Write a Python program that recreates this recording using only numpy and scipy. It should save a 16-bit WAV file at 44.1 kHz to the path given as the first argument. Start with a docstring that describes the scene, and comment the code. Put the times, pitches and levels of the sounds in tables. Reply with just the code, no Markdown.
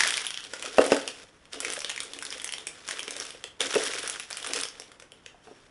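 """Lining a tub with a plastic bag

A small kitchen, one microphone close by on the wooden table, feeding both channels. Hands push a thin
bag into a hollow plastic tub and fold it over the rim. The film crackles and snaps as its creases flip;
the tub hums along, is tapped by fingers and knocks against the table a few times. The walls answer
briefly, over a low murmur of the house."""
import sys
import numpy as np
from scipy import signal
from scipy.fft import rfft, irfft, next_fast_len
from scipy.io import wavfile
from scipy.ndimage import map_coordinates

SR = 44100
rng = np.random.default_rng(int(sys.argv[2]) if len(sys.argv) > 2 else 0)


def store_pcm(level_fs):
    """Save levels as 16-bit WAV."""
    pcm = np.round(np.clip(level_fs, -1, 1) * 32767).astype(np.int16)
    wavfile.write(sys.argv[1], SR, np.atleast_2d(pcm).T)


N = 251370

# The kitchen at rest. Each row: frequency in Hz, relative noise density in dB.
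ROOM_SPECTRUM = [(12, -47), (20, -8), (137, -9), (428, -11), (827, -16), (896, -14), (1830, -18.5),
                 (5390, -38), (11000, -44), (14300, -97), (22000, -120)]
# Decay off the walls. Each row: frequency in Hz, t60 in seconds.
ROOM_DECAY = [(250, 0.32), (800, 0.36), (3000, 0.31), (10000, 0.22)]
# Faint thin whistles near the end. Each row: start and stop in seconds, pitch in Hz, level in dB.
WHISTLES = [(5.39, 5.59, 5560, -75), (5.55, 5.59, 7100, -74), (5.08, 5.46, 3120, -73)]
# Modes of tub and table top. Each row: frequency in Hz, relative level in dB, t60 in seconds.
TUB_MODES = [(174, -26.5, 0.049), (214, -37, 0.052), (281.3, 4, 0.14), (354, -0.5, 0.063), (443, 5, 0.066),
             (538.5, 6, 0.045), (625, 0, 0.054), (725, 1.5, 0.025), (872, -11, 0.13), (1098, -24, 0.042),
             (1127, 2, 0.022), (1244, -2.5, 0.032), (1507, 2, 0.025), (1832, -10.5, 0.017),
             (1840, -6.5, 0.022), (2700, 4, 0.0145)]
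# Fingers and creases tapping the tub. Each row: start in seconds, level in dB, pitch in Hz.
TAPS = [(0.057, -26.5, 644), (0.534, -28, 517), (0.645, -29, 570), (0.676, -28.5, 446), (1.075, -31.5, 487),
        (1.63, -33, 490), (1.681, -32, 420), (1.699, -29.5, 445), (1.776, -26, 554), (1.848, -31, 484),
        (2.363, -34.5, 490), (2.67, -35, 440), (2.936, -34, 520), (3.081, -26.5, 433), (3.163, -31.5, 540),
        (3.208, -34, 506), (3.348, -33, 496), (3.445, -32.5, 470), (3.74, -22.5, 450), (3.895, -26, 510),
        (3.952, -27, 422), (3.994, -32.5, 443), (4.038, -28, 480), (4.093, -35, 470), (4.47, -43, 466),
        (4.652, -34, 507), (4.798, -39, 450), (5.022, -38, 520), (5.124, -41.5, 506), (5.264, -41.5, 507),
        (5.345, -43, 700)]
# The tub hitting the table. Each row: start in seconds, strength in dB, tilt of the modes in dB per
# octave, thud level in dB relative to the strength, thud pitch in Hz, thud t60 in milliseconds.
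KNOCKS = [(0.7833, -2.5, 3.5, -2, 614, 24), (.7925, -21, 3, 19.5, 485, 28), (0.8034, -26, 7.5, 5, 540, 20),
          (0.9197, -4.5, 3, 8.5, 445, 9.3), (.947, -27, 3, 7, 630, 25), (3.6093, -30, 7, 6.5, 480, 75),
          (3.7553, -27.5, 10.5, 17, 446, 21), (3.7606, -14, -1.5, 4, 453, 41), (4.499, -35, 2, -1, 434, 40),
          (4.5512, -40, 8, 10, 460, 64), (4.57, -34, -7.5, 10, 467, 23), (5.471, -36, 2, -11, 450, 30),
          (5.48, -37, -0.5, -7, 696, 55), (5.512, -36, -1, -0.5, 407, 37)]
# The hands at work, one list a stretch. Each row: time in seconds, crackle in dB, tub hum in dB.
HANDLING = [
    [(0.0, -28.5, -52), (0.06, -34, -48.5), (0.236, -43.5, -60), (0.348, -50.5, -71), (0.5, -52.5, -57)],
    [(0.53, -48.5, -57), (0.6, -47.5, -53), (0.7, -47.5, -50), (0.775, -42.5, -49)],
    [(0.79, -37, -40), (0.862, -40.5, -35), (0.915, -38.5, -34)],
    [(0.93, -42.5, -40), (1.068, -50, -54), (1.216, -52, -57.5), (1.296, -61.5, -69), (1.5, -65.5, -77)],
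    [(1.53, -46.5, -52), (1.574, -51, -50), (1.706, -42.5, -44.5), (1.816, -47, -64), (2.1, -52, -53)],
    [(2.13, -53, -54), (2.222, -50.5, -53.5), (2.4, -50, -60.5), (2.702, -54, -58), (2.865, -53, -57.5)],
    [(2.885, -45.5, -58), (3.089, -51.5, -50), (3.243, -43, -50.5), (3.401, -56, -67), (3.59, -66.5, -71)],
    [(3.605, -38, -47), (3.659, -37.5, -38.5), (3.75, -38, -52)],
    [(3.77, -36.5, -34), (3.82, -36, -42.5), (3.996, -41.5, -53.5), (4.17, -43.5, -53.5), (4.29, -56, -69)],
    [(4.31, -48, -58), (4.382, -49, -60.5), (4.51, -44, -42.5), (4.588, -39.5, -53), (4.72, -58, -66)],
    [(4.76, -54, -59.5), (5.028, -66, -67), (5.264, -64, -72), (5.42, -65.5, -78)],
    [(5.45, -58.5, -62), (5.7, -63.5, -79)],
]
# Colour of the crackling film. Each row: frequency in Hz, relative gain in dB.
FILM_COLOUR = [(300, -6.5), (800, -2), (1400, 2.5), (2200, -1), (5000, 1), (11000, -1.5)]
# The loudest creases flipping. 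Each row: start in seconds, level in dB, pitch in Hz, treble in dB.
SNAPS = [(0.0064, -3.5, 1890, -30), (0.0356, -6.5, 1970, -29), (0.075, -10, 3590, 1),
         (0.1063, -11.5, 2670, 6), (0.1228, -22, 1760, -6), (0.1406, -12, 3300, -14), (0.172, -8, 4670, 5),
         (0.1784, -10.5, 2350, -10), (0.249, -15.5, 3310, -10), (0.2582, -20, 3240, -2),
         (0.2671, -11.5, 3430, 5), (0.306, -19, 3630, -7), (0.343, -21, 3420, -21),
         (0.3746, -15.5, 3100, -25), (0.406, -25, 3250, -10), (0.4405, -24, 4880, -2),
         (0.4495, -23.5, 2870, -12), (0.5357, -19.5, 1480, -38), (0.596, -23.5, 3540, -27),
         (0.625, -15.5, 2850, -6), (0.644, -31, 3420, -18), (0.6512, -22, 1580, -26),
         (0.6602, -16.5, 1280, -22), (0.7362, -32, 3630, 0), (0.784, -16, 1230, -34),
         (0.841, -17, 1410, -7), (0.8638, -14, 1330, 14), (0.9043, -19, 2070, -12),
         (0.9194, -12.5, 1530, -26), (0.9464, -14.5, 2670, -2), (0.9658, -14, 1460, -22),
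         (1.0147, -24, 3440, -12), (1.077, -14, 3020, -10), (1.0868, -18, 3250, -13),
         (1.2316, -35.5, 2560, -11), (1.4548, -38.5, 2660, -17), (1.5328, -17, 3460, -22),
         (1.6036, -13, 1400, 1.5), (1.6322, -28, 2300, -10), (1.6483, -15, 2170, -22),
         (1.6822, -20.5, 1770, -16), (1.7025, -12.5, 5800, -10), (1.724, -16, 3630, 10),
         (1.735, -13.5, 2140, 8), (1.7914, -17, 5800, 3), (1.805, -17, 5700, -10), (1.8186, -17, 2660, -5),
         (1.8465, -10.5, 3260, -20), (1.8956, -16.5, 2060, -32), (1.9008, -11.5, 2630, -34),
         (1.915, -23, 2600, -17), (1.962, -19.5, 2580, -31), (1.9777, -20, 2030, -22),
         (2.0043, -9, 4220, -8), (2.0328, -22, 1390, 3), (2.135, -17.5, 3770, -4), (2.145, -30, 3430, -10),
         (2.189, -19, 2640, 1), (2.2249, -16.5, 1660, -2), (2.231, -23, 2000, -7), (2.252, -14.5, 4450, 0),
         (2.2664, -21, 3400, -10), (2.3049, -20, 5230, -6), (2.3257, -19.5, 2010, -25),
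         (2.381, -23.5, 2970, -7), (2.399, -20, 3140, -10), (2.4182, -23.5, 2240, 5),
         (2.4446, -10, 2520, 10), (2.4767, -18, 6310, -6), (2.4913, -18.5, 2820, -8),
         (2.5236, -17, 3200, -1), (2.5372, -16.5, 3300, -4), (2.583, -19.5, 3300, -10),
         (2.6699, -15, 2820, 3), (2.676, -21.5, 5830, -6), (2.8676, -31, 1610, -8),
         (2.8779, -20.5, 5270, 4), (2.8881, -13, 1420, -19), (2.91, -16, 1800, -1),
         (2.9932, -17.5, 3080, -7), (3.0048, -22, 3080, 1), (3.031, -15.5, 5150, -10),
         (3.0799, -16.5, 2440, -34), (3.1083, -13, 5210, 4), (3.1662, -16, 3660, 5),
         (3.2006, -16, 5400, -3), (3.252, -23, 2680, 0), (3.3063, -23.5, 2850, 0),
         (3.4405, -16.5, 2840, -22), (3.6067, -7.5, 3300, -7), (3.6153, -10.5, 2030, -6),
         (3.7065, -27, 2660, -4), (3.7434, -14.5, 1900, -8), (3.7519, -12.5, 1500, 2),
         (3.8374, -13.5, 6120, 12), (3.8721, -20, 2000, -1), (3.936, -17, 1920, -18),
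         (3.9931, -16.5, 3190, 5), (4.031, -20.5, 3540, 11), (4.0766, -12, 5600, 1),
         (4.0982, -12, 3000, 11), (4.1981, -16.5, 2680, 3), (4.3042, -22, 1750, 2),
         (4.3093, -21, 1680, -10), (4.329, -16, 5000, -7), (4.371, -15.5, 3000, 11),
         (4.4283, -19, 3500, -6), (4.446, -17.5, 1450, -23), (4.4645, -18, 1540, -16),
         (4.4723, -15, 3000, 7), (4.4908, -19.5, 3210, -17), (4.5351, -6, 6200, 2),
         (4.543, -21.5, 1860, -3), (4.561, -10.5, 6230, 11), (4.5674, -17, 3020, -8),
         (4.5891, -15, 5400, 2), (4.6002, -15, 2610, -15), (4.6121, -13, 3230, 6),
         (4.6349, -10.5, 4800, -1), (4.6538, -17, 2960, -8), (4.687, -23, 5320, -14),
         (4.799, -21.5, 6020, -3), (4.8204, -29, 2900, -12), (4.9177, -32, 1490, -16),
         (4.999, -29, 2120, -20), (5.0225, -36.5, 1560, -22), (5.12, -29.5, 3100, -1),
         (5.2621, -27, 3250, -35.5)]
# Hiss that sets left apart from right. 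Each row: frequency in Hz, gain in dB.
SIDE_COLOUR = [(25, -5), (125, -23), (500, -39.5), (2000, -37), (8000, -21), (10800, -23.5), (11800, -38)]
# Colour of the microphone. Each row: frequency in Hz, gain in dB.
MIC_COLOUR = [(2000, 0), (2700, -0.5), (3200, 1), (3600, 1), (3900, -4), (4700, -3), (5500, 2),
              (6300, -1.5), (8000, -2.5)]
# The recorder's treble slope. Each row: frequency in Hz, gain in dB.
TREBLE_SLOPE = [(10950, 1), (11200, -17), (11600, -31), (12300, -53)]

ROOM_TONE_DB, BAND_LIMIT_HZ = -62, 12365
AIR_HZ, AIR_WIDTH_HZ = 503, 113  # resonance of the air in the tub
RING_DB = -14.5  # the tub's modes under the blow
FIRM_DB, TREBLE_DB, TREBLE_GROWTH = -52, -1.5, 1.07  # a firm grip, its treble offset; firmer is brighter
CLUMP_DB, HUM_FOLLOWS = 2.5, 1.1  # depth of the crackle's clumps; how strongly the hum follows them
SNAP_T60_S, LOWER_LONGER = 0.011, 0.79  # a crease at 3 kHz dies this fast; low ones last longer
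FLIP = 3.95  # the sudden flip of a crease against the rustle that follows it


def amp(db):
    return 10 ** (np.asarray(db) / 20)


def unit_rms(x):
    return x / np.sqrt(np.mean(x ** 2) + 1e-20)


def along(points, hz):
    """A curve of (Hz, value) points, read on a log frequency axis."""
    f, values = np.transpose(points)
    return np.interp(np.log(hz + 1), np.log(f + 1), values)


def filtered(x, response):
    """x through a complex response of frequency."""
    size = next_fast_len(N + SR // 2)
    return irfft(rfft(x, size) * response(np.fft.rfftfreq(size, 1 / SR)), size)[..., :N]


def resonance(f, hz, width):
    """One causal resonance of gain 1."""
    return 1j * f * width / (hz * hz - f * f + 1j * f * width)


def place(seconds, rows):
    """Sums short sounds, one row each, at their times."""
    at = np.round(seconds * SR).astype(int)[:, None] + np.arange(rows.shape[1])
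    return np.bincount(at.ravel(), rows.ravel(), N + SR)[:N]


def room_tone():
    """Low murmur of the house and hiss of the microphone."""
    noise = filtered(rng.standard_normal(N), lambda f: amp(along(ROOM_SPECTRUM, f)))
    return amp(ROOM_TONE_DB) * unit_rms(noise)


def kitchen_walls(x, block_s=0.25, delay_samples=130):
    """Near walls answer, each frequency dying at its own speed; a new tail each block as hands move."""
    out, block = np.zeros(N + SR), round(block_s * SR)
    for start in range(0, N, block):
        hz, t, spectra = signal.stft(rng.standard_normal(SR // 2), SR, nperseg=256)
        tail = signal.istft(spectra * amp(-60 * t / along(ROOM_DECAY, hz)[:, None]), SR, nperseg=256)[1]
        wet = signal.fftconvolve(x[start:start + block], tail / np.linalg.norm(tail))
        arrival = start + delay_samples
        out[arrival:][:len(wet)] += wet[:N + SR - arrival]
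    return out[:N]


def whistles():
    """Narrow, unsteady bands of noise that swell and stop."""
    out, t = np.zeros(N), np.arange(N) / SR
    for start, stop, hz, db in WHISTLES:
        swell = np.clip((t - start) / (stop - start), 0, 1) ** 0.5 * np.clip((stop - t) / 0.015, 0, 1)
        band = filtered(rng.standard_normal(N), lambda f: resonance(f, hz, width=70) ** 2)
        out += amp(db) * swell * unit_rms(band)
    return out


def thuds(hz, t60, rise_s, size=4096):
    """Short hollow notes: sines that rise quickly and die away."""
    t = np.arange(size) / SR
    return np.sin(2 * np.pi * hz[:, None] * t) * amp(-60 * t / t60) * (1 - np.exp(-t / rise_s))


def table_jolts():
    """Hard knocks shake the table under the microphone: a low push that grows faster than the blow."""
    starts, db = np.transpose(KNOCKS)[:2]
    pushes = thuds(hz=np.full(len(starts), 45), t60=0.083, rise_s=0.0033)
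    return place(starts, amp(4.9 * db - 21)[:, None] * pushes)


def tub_taps():
    """A light touch sounds only the air in the tub."""
    starts, db, hz = np.transpose(TAPS)
    return place(starts, amp(db)[:, None] * thuds(hz, t60=0.023, rise_s=0.00045))


def tub_knocks():
    """Every knock thuds and rings the same modes of tub and table; where it lands sets the balance."""
    starts, db, tilt_db, thud_db, thud_hz, thud_ms = np.transpose(KNOCKS)
    hz, mode_db, t60 = np.transpose(TUB_MODES)
    modes = thuds(hz, t60[:, None], rise_s=0.0013, size=SR // 2)
    scatter_db = rng.normal(0, 1.5, (len(starts), len(hz)))
    balance_db = mode_db + tilt_db[:, None] * np.log2(hz / 450) + scatter_db
    ring = amp(db[:, None] + RING_DB + balance_db) @ modes
    thud = amp(db + thud_db)[:, None] * thuds(thud_hz, thud_ms[:, None] / 1000, rise_s=0.0011)
    return place(starts, ring) + place(starts, thud)


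def tub_hum(clumps):
    """Fingers shake the tub unevenly; its air and its low modes answer."""
    def response(f):
        modes = sum((-1) ** k * amp(db) * resonance(f, hz, np.log(1000) / np.pi / t60)
                    for k, (hz, db, t60) in enumerate(TUB_MODES))
        return (resonance(f, AIR_HZ, AIR_WIDTH_HZ) + 1.18 * modes) / (1 + (f / 800) ** 4)

    shake = unit_rms(clumps ** HUM_FOLLOWS * rng.standard_normal(N) ** 3)
    return unit_rms(filtered(shake, response))


def creases(hz, treble_db, t60, q, broad_db, size=1024):
    """Each crease flips with a click and a dying puff of noise, ringing at its pitch; energy 1."""
    t, f = np.arange(size) / SR, np.fft.rfftfreq(size, 1 / SR)
    puff = rng.standard_normal((len(hz), size)) * amp(-60 * t / t60[:, None])
    puff[:, 0] += FLIP
    ring = resonance(f, hz[:, None], hz[:, None] / q)
    treble = amp(treble_db)[:, None] * resonance(f, hz=9660, width=2670)
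    colour = (ring + amp(broad_db) + treble) * resonance(f, hz=2900, width=8100)
    bursts = irfft(rfft(puff) * colour, size)
    return bursts / np.linalg.norm(bursts, axis=1, keepdims=True)


def bag_crackle(count=11000, clump_rate_hz=60):
    """Small creases of uneven size, in clumps, over the rub of film on skin; the tub hums along."""
    t = np.arange(N) / SR
    times, *levels = np.transpose(np.concatenate(HANDLING))
    body_db, hum_db = [np.interp(t, times, db) for db in levels]
    treble_db = FIRM_DB + TREBLE_DB + TREBLE_GROWTH * (body_db - FIRM_DB)
    when, force, pitch, length = rng.random((count, 4)).T
    strength = amp(np.minimum(-4.5 * np.log(1 - force), 16))  # many weak, a few strong
    grains = creases(hz=1300 * 7 ** pitch, treble_db=np.full(count, -8), t60=0.0018 + 0.015 * length,
                     q=1.73, broad_db=-12, size=256)
    clumps = amp(CLUMP_DB * map_coordinates(rng.standard_normal(400), [t * clump_rate_hz]))
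    creasing = unit_rms(clumps * place(when * N / SR, strength[:, None] * grains))
    rub = 0.4 * rng.standard_normal(N)
    grip = 1 / (1 + amp(-56.5 - body_db))  # gentle handling mostly rubs, firm handling creases
    film = (grip * creasing + rub) / np.sqrt(grip ** 2 + 0.83)

    def lowpass(f):
        return 1 / (1 + (f / 4500) ** 8)

    body = unit_rms(filtered(film, lambda f: amp(along(FILM_COLOUR, f)) * lowpass(f)))
    treble = unit_rms(filtered(film, lambda f: amp(along(FILM_COLOUR, f)) * (1 - lowpass(f))))
    return amp(body_db) * body + amp(treble_db) * treble + amp(hum_db) * tub_hum(clumps)


def bag_snaps():
    """Each big crease clicks once as it flips."""
    starts, db, hz, treble_db = np.transpose(SNAPS)
    clicks = creases(hz, treble_db, t60=SNAP_T60_S * (3000 / hz) ** LOWER_LONGER, q=3.6, broad_db=-6)
    clicks /= np.abs(clicks).max(axis=1, keepdims=True)
    return place(starts, amp(db)[:, None] * clicks)


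def scene():
    """Bag and tub up close, the kitchen behind; a faint hiss follows the sound and gives it width."""
    blows = tub_knocks() + tub_taps()
    hollow = filtered(blows, lambda f: resonance(f, hz=957, width=4170) ** 2)  # a small tub has no bass
    snaps = bag_snaps()
    walls = kitchen_walls(amp(-5) * snaps + amp(-8.5) * hollow)
    mid = snaps + hollow + walls + bag_crackle() + whistles() + table_jolts() + room_tone()
    spectra = signal.stft(mid, nperseg=1024)[2]
    random_phase = np.exp(2j * np.pi * rng.random(spectra.shape))
    hiss = signal.istft(spectra * random_phase, nperseg=1024)[1][:N]
    side = filtered(hiss, lambda f: amp(along(SIDE_COLOUR, f)))
    return np.array([mid + side, mid - side])


def record(dry):
    """The microphone colours the treble; in the recorder it falls steeply and ends at the band limit."""
    return filtered(dry, lambda f: amp(along(MIC_COLOUR, f) + along(TREBLE_SLOPE, f)) * (f < BAND_LIMIT_HZ))


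dry = scene()
out = record(dry)
store_pcm(out)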